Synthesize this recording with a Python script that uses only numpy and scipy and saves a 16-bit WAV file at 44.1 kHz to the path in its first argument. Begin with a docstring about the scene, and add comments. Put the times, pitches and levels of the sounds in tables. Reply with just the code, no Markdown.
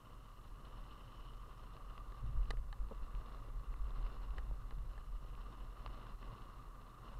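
"""Inline skates roll down an asphalt path, heard from a microphone held low on a pole.
From the start, the rough road drums on the wheels and rings in frames and boots, louder with each push,
while the pole shudders in the passing air and the microphone hisses faintly.
Soon small stones tick under the wheels. From about 2 s, the hand bumps the grip and the pole's joint
clicks now and then. Near 6 s comes the loudest stone, during one of the last strong pushes."""
import sys
import numpy as np
from scipy import signal
from scipy.fft import rfft, irfft
from scipy.io import wavfile
from scipy.ndimage import uniform_filter1d

SR = 44100
rng = np.random.default_rng(int(sys.argv[2]) if len(sys.argv) > 2 else 0)


def unload_wav(signal):
    """Save mono or channel-first audio to the path in sys.argv[1] as 16-bit WAV at rate SR, clipped to [-1, 1]."""
    wavfile.write(
        sys.argv[1],
        SR,
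        np.round(np.clip(np.atleast_2d(signal).T, -1, 1) * 32767).astype(np.int16),
    )


N = 317079
TIME = np.arange(N) / SR


def from_db(db):
    """Turn decibels into a number to multiply a sound by."""
    return 10 ** (np.asarray(db) / 20)


def unit_power(x):
    """Scale a signal so that its average power is 1."""
    return x / np.sqrt(np.mean(x ** 2) + 1e-20)


def low_pass(x, hz, order=2):
    """Dull a sound by turning down what lies above hz."""
    return signal.sosfilt(signal.butter(order, min(hz, .45 * SR), fs=SR, output="sos"), x)


def drift(rate_hz):
    """A slow random wobble, about 1 in size."""
    return unit_power(low_pass(rng.standard_normal(N + SR), rate_hz)[SR:])


def swells(rows):
    """Add smooth rises and dips into one curve, in dB."""
    return sum(db * np.exp(-((TIME - middle_s) / half_s) ** 2) for middle_s, half_s, db in rows)


def resonate(x, pitch_hz, width_hz):
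    """Make a sound ring near one pitch; filtering twice sharpens the ring."""
    r = np.exp(-np.pi * width_hz / SR)
    gain = (1 - r * r) / 2
    section = [gain, 0, -gain, 1, -2 * r * np.cos(2 * np.pi * pitch_hz / SR), r * r]
    return signal.sosfilt([section, section], x + 1e-18)


def strike(rings, size=4096):
    """One blow with peak 1: each tone fades by 60 dB in its ring_s."""
    t = TIME[:size]
    pitch_hz, level_db, ring_s = np.transpose(rings)[:, :, None]
    # each tone's strength and sign depend on the spot that is hit, so they are left to chance
    strength = from_db(level_db + rng.standard_normal(pitch_hz.shape))
    strength *= rng.choice([-1, 1], pitch_hz.shape)
    fade = np.exp(-np.log(1000) * t / ring_s)
    blow = np.sum(strength * fade * np.sin(2 * np.pi * pitch_hz * t), axis=0)
    return blow / np.abs(blow).max()


def add(track, start_s, sound):
    """Mix a sound into a track at a given time."""
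    start = round(start_s * SR)
    track[start:start + len(sound)] += sound[:N - start]


def road_grain(rings, per_s, spread_db):
    """Asphalt grains of uneven size hit the wheels; each hit shakes every ring differently."""
    hits = (rng.random(N) < per_s / SR) * from_db(spread_db * np.minimum(rng.exponential(1, N), 5))
    ringing = sum(from_db(db) * resonate(hits * rng.standard_normal(N), hz, width_hz)
                  for hz, width_hz, db in rings)
    return unit_power(ringing)


# How a boot rings: pitch_hz, width_hz, level_db
BOOT_RINGS = [(187, 198, 2), (441, 432, -2.5), (763, 55, -5.5)]

def boots(load_db, flutter):
    """The road shakes the boots into a low rumble."""
    rumble = road_grain(BOOT_RINGS, per_s=3000, spread_db=2.5)
    return from_db(-66 + 0.8 * load_db + flutter) * rumble


# How the frame that holds the wheels rings: pitch_hz, width_hz, level_db
FRAME_RINGS = [(2570, 290, -10), (2793, 320, -0.5), (3610, 740, -8), (4133, 430, -7.5), (4970, 280, -15.5)]

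def frames(load_db, bright_db, flutter):
    """The road shakes the frames into a high rattle."""
    rattle = road_grain(FRAME_RINGS, per_s=6000, spread_db=3.5)
    return from_db(-78 + 0.91 * load_db + 0.09 * bright_db + 2.1 * flutter) * rattle


# How a wheel rings: pitch_hz, width_hz, level_db
WHEEL_RINGS = [(1030, 260, -1), (1135, 300, 0.5), (1408, 210, -9.5), (1685, 630, -15.5), (1998, 224, -15.5)]
# A wheel's low ring sings out or sinks for a while: middle_s, half_length_s, change_db
LOW_RING_SWELLS = [(1.84, 0.35, 6.5), (3.05, 0.11, 4.5), (4.35, 0.28, -9), (6.8, 0.5, 5.5)]
# Three single rings of a wheel: pitch_hz, width_hz, level_db
LOW_RING, HIGH_RING, SCRUB_RING = (1173, 146, 0), (2964, 290, 0), (5370, 500, 0)

def wheels(load_db, bright_db, flutter):
    """The road makes the wheels whir, sing low and high, and scrub."""
    whir = road_grain(WHEEL_RINGS, per_s=4000, spread_db=1.5)
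    low = road_grain([LOW_RING], per_s=4000, spread_db=4.0)
    high = road_grain([HIGH_RING], per_s=1500, spread_db=1.1)
    scrub = road_grain([SCRUB_RING], per_s=5800, spread_db=4.3)
    whir *= from_db(-65.5 + 0.91 * load_db + flutter)
    low *= from_db(-70.5 + 0.37 * load_db + swells(LOW_RING_SWELLS))
    high *= from_db(-86 + 0.94 * load_db + bright_db + 2.7 * flutter)
    scrub *= from_db(-93 + 1.06 * load_db + 0.38 * bright_db + 2.0 * flutter)
    return whir + low + high + scrub


# The skater leans on the wheels: middle_s, half_length_s, rise_db
PUSHES = [(.73, 0.18, 3), (1.12, 0.05, 1.9), (1.96, 0.33, 0.4), (3.28, 0.2, 3.3), (4.07, 0.18, 4.9),
          (4.37, 0.088, 2), (5.5, .15, 2.5), (5.98, 0.24, 4.5), (6.28, 0.17, 3.5), (7.1, 0.1, 3)]
# The skates lighten as the weight shifts: middle_s, half_length_s, dip_db
LIFTS = [(.35, 0.29, 3), (2.68, 0.15, 3.5), (3.58, 0.06, 2), (4.8, 0.1, 2), (5.1, 0.12, 3.5),
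         (6.179, 0.035, 8.5)]
# The bright ring comes and goes with the nearer skate: time_s, change_db
BRIGHTNESS = [(0, 11.5), (.5, 3), (1.05, 13), (1.95, 3.5), (2.3, 1), (2.7, -8), (3.6, -3), (4.0, -1),
              (4.6, -5), (5.1, 5), (5.95, 2.5), (6.6, -2), (7.19, 3.5)]

def rolling():
    """The skates grow louder under the skater's weight and flutter on the uneven road."""
    load_db = swells(PUSHES) - swells(LIFTS)
    bright_db = np.interp(TIME, *np.transpose(BRIGHTNESS))
    flutter = drift(rate_hz=30)
    return (boots(load_db, flutter) + frames(load_db, bright_db, flutter)
            + wheels(load_db, bright_db, flutter))


def sway(pitch_hz, width_hz):
    """A low shaking kept going by gusts, with its strength nearly evened out."""
    swing = resonate(rng.standard_normal(N + SR), pitch_hz, width_hz)[SR:]
    return swing / np.sqrt(uniform_filter1d(swing ** 2, size=4000) + 1e-18)


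def jolt(start_s, rise_s=0.021, fall_s=0.071):
    """The swing after a jolt builds up quickly and dies away."""
    age_s = TIME - start_s
    return np.clip(age_s / rise_s, 0, 1) * np.exp(-np.maximum(age_s - rise_s, 0) / fall_s)


# How hard the passing air sways the pole: time_s, level_db
AIRSTREAM = [(0, -56.5), (.7, -53), (2.12, -54), (2.35, -39), (2.7, -50), (3.6, -49), (4.0, -44.5),
             (4.8, -46.5), (5.5, -52), (6.2, -50), (6.85, -57), (7.19, -50.5)]
# Jolts that set the pole swinging: start_s, deep_db, judder_db
JOLTS = [(2.225, -39.5, -44), (2.335, -30, -51), (2.48, -39.5, -48), (2.549, -36.5, -65), (2.78, -37, -68),
         (2.98, -37.5, -68), (3.12, -41, -52.5), (3.782, -34, -68), (3.96, -36, -55), (4.269, -35.5, -63),
         (4.458, -37, -53), (4.75, -45, -50.5), (5.08, -37, -66), (5.34, -44.5, -65), (5.85, -58, -55),
         (6.28, -54, -52.5)]

def pole_shudder(gust_hz=8.4, gust_db=2.5):
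    """Gusts and jolts bend the pole in a deep sway and a faster judder, over a low rush of air."""
    air_db = np.interp(TIME, *np.transpose(AIRSTREAM))
    deep_gain = from_db(air_db + gust_db * drift(gust_hz))
    judder_gain = from_db(-64 + 0.35 * (air_db - air_db.mean()) + gust_db * drift(gust_hz))
    for start_s, deep_db, judder_db in JOLTS:
        swing = jolt(start_s)
        deep_gain = np.maximum(deep_gain, from_db(deep_db) * swing)
        judder_gain = np.maximum(judder_gain, from_db(judder_db) * swing)
    deep = deep_gain * (sway(39.9, width_hz=12.7) + from_db(-4) * sway(12.3, width_hz=21.7))
    judder = judder_gain * sway(114.8, width_hz=24)
    rush = from_db(-66.5 + 1.5 * drift(rate_hz=8.7)) * sway(83.7, width_hz=65)
    return low_pass(deep, hz=57.3, order=4) + judder + rush


# The tone of the hiss, from low to high: pitch_hz, relative_db
HISS_TONE = [(100, -2.5), (2000, -4.5), (6000, -2), (9000, -2), (13500, -3.5), (15000, -5.5), (15700, -14)]

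def microphone_hiss(level_db=-78.5):
    """The microphone makes a faint, steady noise of its own."""
    pitch_hz, relative_db = np.transpose(HISS_TONE)
    every_hz = np.arange(N // 2 + 1) * SR / N
    tone = from_db(np.interp(np.log(every_hz + 1), np.log(pitch_hz), relative_db))
    hiss = irfft(rfft(rng.standard_normal(N)) * tone, N)
    return from_db(level_db) * unit_power(hiss)


# The larger stones under the wheels: start_s, kick_db, wheel_above_frame_db
STONES = [(0.5428, -60, -11), (1.336, -58, 7), (1.767, -50.5, -1), (1.979, -47.5, 1), (2.456, -52, -15),
          (2.8868, -52, 1), (2.9486, -57, -4), (3.1504, -50, -1), (3.74, -55.5, 9), (4.066, -48.5, 0),
          (4.3064, -53, -19), (5.352, -51, -20), (5.862, -41.5, 5.5), (5.877, -54, 7), (6.068, -54.5, 6),
          (6.2284, -52, 2)]

def stones(grit_per_s=3, tyre_hz=4460):
    """Each stone kicks frame and wheel once, dulled by the soft tyre; fine grit ticks at random."""
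    track = np.zeros(N)
    # wide rings die away sooner
    frame = [(hz, db, 2.0 / width_hz) for hz, width_hz, db in FRAME_RINGS]
    wheel = [(hz, db, 2.6 / width_hz) for hz, width_hz, db in WHEEL_RINGS]
    grit_times = TIME[rng.random(N) < grit_per_s / SR]
    grit = [(start_s, rng.normal(-63, 0.5), 3.5) for start_s in grit_times]  # same columns as STONES
    for start_s, kick_db, wheel_above_frame_db in STONES + grit:
        tick = strike(frame) + from_db(wheel_above_frame_db) * strike(wheel)
        add(track, start_s, from_db(kick_db) * tick)
    return low_pass(track, tyre_hz)


# How the pole's grip rings: pitch_hz, level_db, ring_s
GRIP_RINGS = [(228, -12, 0.022), (472, -9, 0.024), (640, -9, 0.012), (800, -11, 0.0092),
              (1150, -12.5, 0.01)]
# The hand knocks the grip: start_s, level_db, slip_s
BUMPS = [(1.976, -47, .002), (2.5354, -44, .002), (2.911, -41.5, .013), (4.075, -49, .002),
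         (4.511, -45, .002), (4.724, -50, .002), (5.249, -52, .002), (5.867, -52, .002),
         (6.2245, -50, .002)]

def grip_bumps(catch_every_s=0.0041):
    """The hand bumps the grip; in a longer slip it catches several times in a row."""
    track = np.zeros(N)
    for start_s, level_db, slip_s in BUMPS:
        for delay_s in np.arange(0, slip_s, catch_every_s):
            add(track, start_s + delay_s, from_db(level_db) * strike(GRIP_RINGS))
    return track


def crack(level_db=-15.5, fade_s=0.0064, size=4096):
    """The short, bright burst of noise as two parts meet."""
    return from_db(level_db) * rng.standard_normal(size) * np.exp(-np.log(1000) * TIME[:size] / fade_s)


# How the pole's joint rings: pitch_hz, level_db, ring_s
JOINT_RINGS = [(810, -10.5, 0.063), (1220, -8, 0.04), (1620, -2.5, 0.014), (1778, -1.5, 0.022),
               (2010, -6, 0.02), (3060, -5, 0.014), (3950, -6, 0.0066), (4000, 1, 0.0052),
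               (4590, -9.5, 0.012), (7500, -4.5, 0.0025), (8800, -11.5, 0.0091)]
# The joint snaps: start_s, snap_db (before dulling), dull_above_hz, thud_db
CLICKS = [(2.1218, -46, 1200, -50), (2.5046, -36, 1200, -38), (2.5064, -33, 6000, -44.5),
          (2.509, -33.5, 5000, -44), (2.5712, -48.5, 3000, -62), (2.7277, -35.5, 1700, -55),
          (4.3825, -31, 1200, -44.5), (4.386, -42.5, 1500, -54), (4.7088, -37, 700, -63),
          (4.9786, -44, 1100, -51)]

def joint_clicks():
    """The pole's joint snaps, duller when the contact is soft, and thuds through the grip."""
    track = np.zeros(N)
    for start_s, snap_db, dull_above_hz, thud_db in CLICKS:
        snap = low_pass(strike(JOINT_RINGS) + crack(), dull_above_hz, order=1)
        thud = strike(GRIP_RINGS)
        add(track, start_s, from_db(snap_db) * snap + from_db(thud_db) * thud)
    return track


def scene():
    """Skates and pole in the open air, in one channel."""
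    skates = rolling() + stones()
    pole = pole_shudder() + joint_clicks() + grip_bumps()
    return (skates + pole + microphone_hiss())[None]


def record(dry, cutoff_hz=15700):
    """The very highest treble is cut off steeply."""
    return signal.sosfilt(signal.ellip(10, .1, 70, cutoff_hz, fs=SR, output="sos"), dry)


dry = scene()
out = record(dry)
unload_wav(out)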